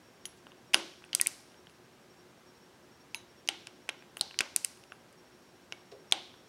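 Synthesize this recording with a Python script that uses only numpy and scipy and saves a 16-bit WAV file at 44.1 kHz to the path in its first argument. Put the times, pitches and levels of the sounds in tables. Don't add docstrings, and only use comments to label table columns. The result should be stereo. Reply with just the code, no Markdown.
import sys
import numpy as np
from scipy import signal
from scipy.fft import rfft, irfft
from scipy.io import wavfile

SR = 44100
rng = np.random.default_rng(int(sys.argv[2]) if len(sys.argv) > 2 else 0)


def undo_db(level):
    steps = np.asarray(level, float) / 20
    return 10 ** steps


def inscribe(sig):
    pcm = np.round(np.clip(np.atleast_2d(sig).T, -1, 1) * 32767)
    wavfile.write(sys.argv[1], SR, pcm.astype(np.int16))


N = 285768


def rms_one(x):
    return x / np.sqrt(np.mean(x ** 2) + 1e-20)


def at_hz(points, hz, column=1):
    points = np.array(points)
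    return np.interp(np.log(hz), np.log(points[:, 0]), points[:, column])


def add(track, s, sound):
    i = round(s * SR)
    track[i:i + len(sound)] += sound[:N - i]


def left_right(mid, side):
    return np.array([mid + side, mid - side])


def bandpass(x, low_hz, high_hz):
    return signal.sosfilt(signal.butter(2, [low_hz, high_hz], "band", fs=SR, output="sos"), x)


def air():
    # (frequency [Hz], density [dB per Hz])
    colour_points = [(15, -96.5), (25, -29.5), (80, -8), (280, -4.5), (510, -7.5), (2670, -18.5),
                     (6000, -23.5), (16000, -36.5)]
    # (frequency [Hz], left-right likeness [0-1])
    likeness = [(30, .55), (80, 0.8), (290, 0.6), (640, 0.6), (1400, 0.8), (3100, 0.7), (6800, 0.8),
                (15000, 1)]
    # (frequency [Hz], level [dB], width [Hz])
    hum_lines = [(122.1, -81.5, 3.4), (170, -76, 10), (240, -76.5, 23), (361.5, -67.5, 8),
                 (1600, -77.5, 69)]
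    hz = np.maximum(np.arange(N // 2 + 1) * SR / N, 1)
    alike = np.clip(at_hz(likeness, hz), 0, 1)
    mid, side, motor = rfft(rng.standard_normal((3, N)))
    channels = left_right(np.sqrt(1 + alike) * mid, np.sqrt(1 - alike) * side)
    noise = rms_one(irfft(undo_db(at_hz(colour_points, hz)) * channels, N))
    hum = 0
    for line_hz, db, width in hum_lines:
        resonance = 1 / (1 + ((hz - line_hz) / width) ** 2)
        hum = hum + undo_db(db) * rms_one(irfft(motor * resonance, N))
    return undo_db(-57.5 - 0.9) * noise + hum


def pulsed_tones():
    # (start [s], end [s], level [dB])
    phrases = [
        (0, .33, -72.5),
        (.64, 1.63, -72.5),
        (2.07, 2.23, -73.5),
        (2.44, 2.68, -70.5),
        (2.89, 3.04, -70.5),
        (3.28, 4.05, -71.5),
        (4.2, 4.93, -73),
        (5.14, 6.48, -73),
    ]
    near_hz, far_hz = 5562, 5572
    long_s, short_s, short_after_s, far_chirp_s = .058, .037, .086, .036
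    near, far, t = np.zeros(N), np.zeros(N), np.arange(N) / SR
    for pair in np.arange(.0548, N / SR, .1502):
        for s, length in (pair, long_s), (pair + short_after_s, short_s):
            db = [db for start, end, db in phrases if start <= s and s + length / 2 < end]
            if db:
                add(near, s, undo_db(db[0] + 4.0) * signal.windows.tukey(round(length * SR), .35))
    for s in np.arange(.0251, N / SR, .09025):
        add(far, s, undo_db(-75 + 4.0) * signal.windows.tukey(round(far_chirp_s * SR), .35))
    return near * np.sin(2 * np.pi * near_hz * t) + far * np.sin(2 * np.pi * far_hz * t)


def all_contacts():
    # (time [s], socket level [dB], socket pitch [Hz],
    # wrench head over socket [dB], pawl over socket [dB])
    clicks = [
        (0.2546, -36, 3000, -4, 0.5),
        (0.7346, -36.5, 2300, -1.7, -3.5),
        (1.1312, -28.5, 3140, -5, -21),
        (3.146, -32, 2770, -2.5, -7.5),
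        (3.476, -47.5, 2810, 7.5, -1),
        (3.4884, -19, 3043, -4.5, -8.5),
        (4.211, -20.5, 4220, -6.5, -5),
        (4.3896, -26.5, 2900, 6.5, -4),
        (6.1131, -53.5, 2360, 12.5, 4),
        (6.1232, -15, 3280, -7.5, -10),
    ]
    # (time [s], socket level [dB], socket pitch [Hz], block thud over socket [dB])
    nudges = [(0.4686, -50.5, 2830, 2.5), (0.519, -52.5, 2930, -1.5), (1.0227, -55.5, 1870, 0.5),
              (1.0406, -46.5, 2500, -7.5), (1.092, -59, 2410, 2), (1.5438, -58.5, 2950, 1.5),
              (1.6703, -51.5, 3050, -2.5), (3.88, -57, 1970, -2.5), (4.0238, -54.5, 2560, 0),
              (4.3104, -45.5, 2730, -7), (4.3431, -47.5, 2310, -5), (4.921, -45, 2680, 3),
              (6.3413, -59, 3320, 6.5)]
    # (time [s], socket level [dB], socket pitch [Hz], wrench head over socket [dB])
    taps = [(0.7387, -27.5, 2630, -6.5), (1.1515, -36.5, 3390, -10.5), (1.1993, -28, 2486, -32),
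            (1.2626, -30, 2450, -18), (1.519, -58.5, 2900, -5), (1.697, -63, 2650, -2),
            (3.15, -52.5, 2010, 1), (3.492, -37.5, 3300, -6), (3.8947, -32, 3040, -11),
            (3.992, -60, 2980, -12), (4.1955, -47.5, 3990, -26), (4.41, -30.5, 3270, -4),
            (4.644, -45.5, 2680, -17), (4.797, -66, 1910, 1), (4.8381, -54, 2760, -4.5)]
    seatings = [
        (0.744, -14, 2960, -0.5, -3),
        (3.6709, -38, 2655, -2.5, -11),
        (3.891, -29.5, 2600, -8.5, -11),
        (4.17, -38, 2683, -8, -4.5),
        (4.4067, -22, 2536, -5.5, -4.5),
        (5.7236, -34.5, 3010, -5, -16),
    ]
    # (time [s], pawl level [dB], socket pitch [Hz], socket over pawl [dB])
    snaps = [
        (1.0498, -57, 2780, -16),
        (1.15, -13, 2980, -20.5),
        (1.2131, -12.5, 2050, -25),
        (1.2708, -16, 2870, -17),
        (4.5623, -14, 2615, -19),
        (4.6476, -20, 2630, -15),
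        (4.7734, -60, 2760, -4),
        (5.1276, -58, 1925, -21.5),
    ]
    rows = [(s, db - 18.5, db, db + head, db + pawl, hz) for s, db, hz, head, pawl in clicks]
    rows += [(s, db + thud, db, db - 15.5, db - 22, hz) for s, db, hz, thud in nudges]
    rows += [(s, db - 17, db, db + head, db + head - 0.5, hz) for s, db, hz, head in taps]
    rows += [(s, db - 6.5, db, db + head, db + pawl, hz) for s, db, hz, head, pawl in seatings]
    rows += [(s, db - 36.5, db + socket, db - 8.5, db, hz) for s, db, hz, socket in snaps]
    return sorted(rows)


def struck(contact):
    # (frequency [Hz], level [dB], decay time [ms])
    block = [(410, -11, 2.1), (780, 6.5, 0.49), (1128, -7.5, 1.8), (1537, 0.5, 1.4)]
    head = [(4240, 1.2, 0.44), (4976, 0.53, 1), (6000, 0.5, 0.71), (6870, 1.5, 0.5)]
    pawl = [(8480, 7, .4), (9530, 5.5, 0.48), (10480, -0.5, 0.5), (12000, -0.5, .3), (13600, -7.5, 0.33),
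            (15200, -15.5, .25)]
    # (ratio to its pitch [1], level [dB], decay time [ms])
    socket = [(.72, -2, 0.73), (1.001, 7.5, 0.84), (1.27, -2.5, 0.93)]
    s, block_db, socket_db, head_db, pawl_db, socket_hz = contact
    modes = [(hz, db + block_db, ms) for hz, db, ms in block]
    modes += [(ratio * socket_hz, db + socket_db, ms) for ratio, db, ms in socket]
    modes += [(hz, db + head_db, ms) for hz, db, ms in head]
    modes += [(hz, db + pawl_db, ms) for hz, db, ms in pawl]
    hz, db, ms = np.transpose(modes)[:, :, None]
    return hz, db, ms / 1000


def contacts(scatter, aside_db):
    out, t = np.zeros((2, N)), np.arange(900) / SR
    rows = all_contacts()
    luck = rng.standard_normal((len(rows), 4, 17, 1))
    for contact, (detune, spread, turn, place) in zip(rows, luck):
        hz, db, decay = struck(contact)
        rise = 1 - np.exp(-(t / (0.00024 + 0.35 * np.minimum(decay, .001))) ** 2)
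        fall = np.exp(-t / decay) + .015 * np.exp(-t / decay / 6)
        level = undo_db(db + 9.0 + 1.6 * spread)
        sines = level * rise * fall * np.sin(2 * np.pi * hz * (1 + scatter * detune) * t + 3 * turn)
        start = contact[0] - .0004
        add(out[0], start, sines.sum(0))
        add(out[1], start, undo_db(aside_db) * (place * sines).sum(0))
    return out


def rings():
    # (frequency [Hz], level [dB], t60 [s])
    collar, handle, bar = [(5905, -3.5, .054), (6640, -4, .038), (10460, 0.5, 0.04), (10900, -14.5, 0.23),
                           (13400, -17, .076), (14460, -23.5, .08)], [(10610, 0, .12)], [(930, -2.5, 0.18), (2950, -9, 0.15),
                                                           (3870, -5, 0.3), (4050, -1, .12),
                                                           (6250, -7, 0.21), (6500, -10, 0.18),
                                                           (6750, -8, 0.17), (12000, -3, 0.054)]
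    drive, gear, stand = [(2230, 0, .13)], [(738.5, -10.5, 0.056), (793, -5, 0.1), (845, -11.5, 0.078),
                                         (8300, -12.5, .06), (8600, -8.5, .06)], [(210, -6, .035), (333, 0, .3)]
    # (time [s], level [dB])
    collar_blows = [
        (0.2547, -37.5),
    ]
    handle_blows = [
        (0.746, -36.5),
        (1.697, -68),
        (3.1458, -45),
        (3.4878, -62),
        (4.6476, -51),
        (4.921, -62),
        (6.1231, -65),
    ]
    bar_blows = [
        (3.1458, -47),
    ]
    drive_blows = [
        (3.1458, -49),
        (5.7232, -50),
    ]
    gear_blows = [
        (3.4878, -36),
        (4.2105, -39.5),
        (6.1231, -32.5),
    ]
    stand_blows = [
        (.744, -44),
        (3.4876, -56),
        (6.1225, -52.5),
    ]
    # (time [s], frequency [Hz], level [dB], t60 [s])
    odd_rings = [
        (.75, 3140, -25, 0.014),
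        (1.2127, 1900, -36, 0.0477),
        (4.172, 11700, -56, .1),
        (5.7232, 11100, -62, 0.11),
    ]
    parts = [(collar, collar_blows), (handle, handle_blows), (bar, bar_blows),
             (drive, drive_blows), (gear, gear_blows), (stand, stand_blows)]
    rows = list(odd_rings)
    for modes, blows in parts:
        rows += [(s, hz, db + blow_db, t60) for hz, db, t60 in modes for s, blow_db in blows]
    out = np.zeros(N)
    for (s, hz, db, t60), apart in zip(rows, rng.uniform(9.3, 98, (len(rows), 2, 1))):
        t = np.arange(round(1.2 * t60 * SR)) / SR
        partner_hz = hz + apart * np.sqrt(hz / 3000) * [[1], [-1]]
        partners = np.sin(2 * np.pi * partner_hz * t).sum(0)
        envelope = undo_db(db - 60 * t / t60) * (1 - np.exp(-(t / 0.0011) ** 2))
        add(out, s, envelope * (np.sin(2 * np.pi * hz * t) + .55 * partners))
    return out


def bumps():
    # (time [s], level [dB], low edge [Hz], high edge [Hz], decay time [ms])
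    bump_rows = [
        (5.916, -34.5, 354, 630, 7.7),
        (0.37, -55, 2000, 8300, 14),
        (5.914, -42.5, 2000, 5600, 8.4),
        (3.6, -59.5, 2200, 3100, 31),
        (4.173, -46.5, 6800, 14500, 16),
    ]
    out, t = np.zeros(N), np.arange(4000) / SR
    for (s, db, low_hz, high_hz, ms), white in zip(bump_rows, rng.standard_normal((len(bump_rows), 4000))):
        band = rms_one(bandpass(white, low_hz, high_hz))
        add(out, s, undo_db(db) * band * (1 - np.exp(-t / 0.0048)) * np.exp(-t * 1000 / ms))
    return out


def toward_walls(blur):
    out, grid = np.zeros(N), np.arange(257) * SR / 512
    beaming = grid / (grid + 400) / np.sqrt(1 + (grid / 8500) ** 6)
    for contact in all_contacts():
        hz, db, decay = struck(contact)
        shape = 1 / (1 + ((grid - hz) / (blur * hz + 0.13 / decay)) ** 2) ** 2
        peaks = undo_db(db) ** 2 * decay * shape / (blur * hz + 0.49 / decay)
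        pulse = np.roll(irfft(np.sqrt(peaks.sum(0)) * beaming * SR), 64)
        add(out, contact[0], pulse)
    return out


def shop(x):
    # (frequency [Hz], t60 [s], echo level [dB], side minus mid [dB])
    room = [(194.9, .5, 7, -43), (485, 0.35, -3, -15.5), (1170, 0.33, -7.5, -23), (2540, 0.54, -20, -18),
            (4650, 0.7, -18, -17.5), (8150, 0.41, -23.5, -11.5), (12000, 0.85, -28.5, -13.5),
            (16000, .45, -18, -14)]
    t = np.arange(SR) / SR
    white, echo = rng.standard_normal((2, 2, SR)), 0
    edges = 200 * 2 ** np.arange(0, 6.6, .5)
    early = (1 + 3.8 * np.exp(-t / 0.004)) * np.clip((t - .0025) / 0.0023, 0, 1)
    for k, (low, high) in enumerate(zip(edges, edges[1:])):
        mid, side = bandpass(white[k % 2], low, high)
        t60, echo_db, side_db = (at_hz(room, np.sqrt(low * high), column=c) for c in range(1, 4))
        fade = undo_db(-60 * t / t60)
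        shape = fade / np.sqrt(np.sum(fade ** 2)) * early
        echo = echo + undo_db(echo_db) * shape * left_right(mid, undo_db(side_db) * side)
    return signal.fftconvolve(x[None], echo, axes=1)[:, :N]


def scene():
    chirps, ringing, far = pulsed_tones(), rings(), bumps()
    mid, side = contacts(scatter=.03, aside_db=-21)
    echo = shop(toward_walls(blur=0.15) + undo_db(2.0) * ringing + undo_db(4.5) * far + undo_db(-3.5) * chirps)
    near = left_right(mid + ringing + undo_db(-4.5) * far, side) * undo_db(np.array([[-.25], [.25]]))
    return near + echo + chirps * undo_db(np.array([[-.3], [.3]])) + air()


def top_cut(x):
    return signal.sosfilt(signal.butter(12, 16720, fs=SR, output="sos"), x)


def record(dry):
    rounded = 0.9 * np.tanh(dry / 0.99)
    thin = signal.sosfilt(signal.butter(2, 40, "high", fs=SR, output="sos"), rounded)
    cut = signal.sosfilt(signal.cheby2(12, 70, 17200, fs=SR, output="sos"), thin)
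    return top_cut(cut)


dry = scene()
out = record(dry)
inscribe(out)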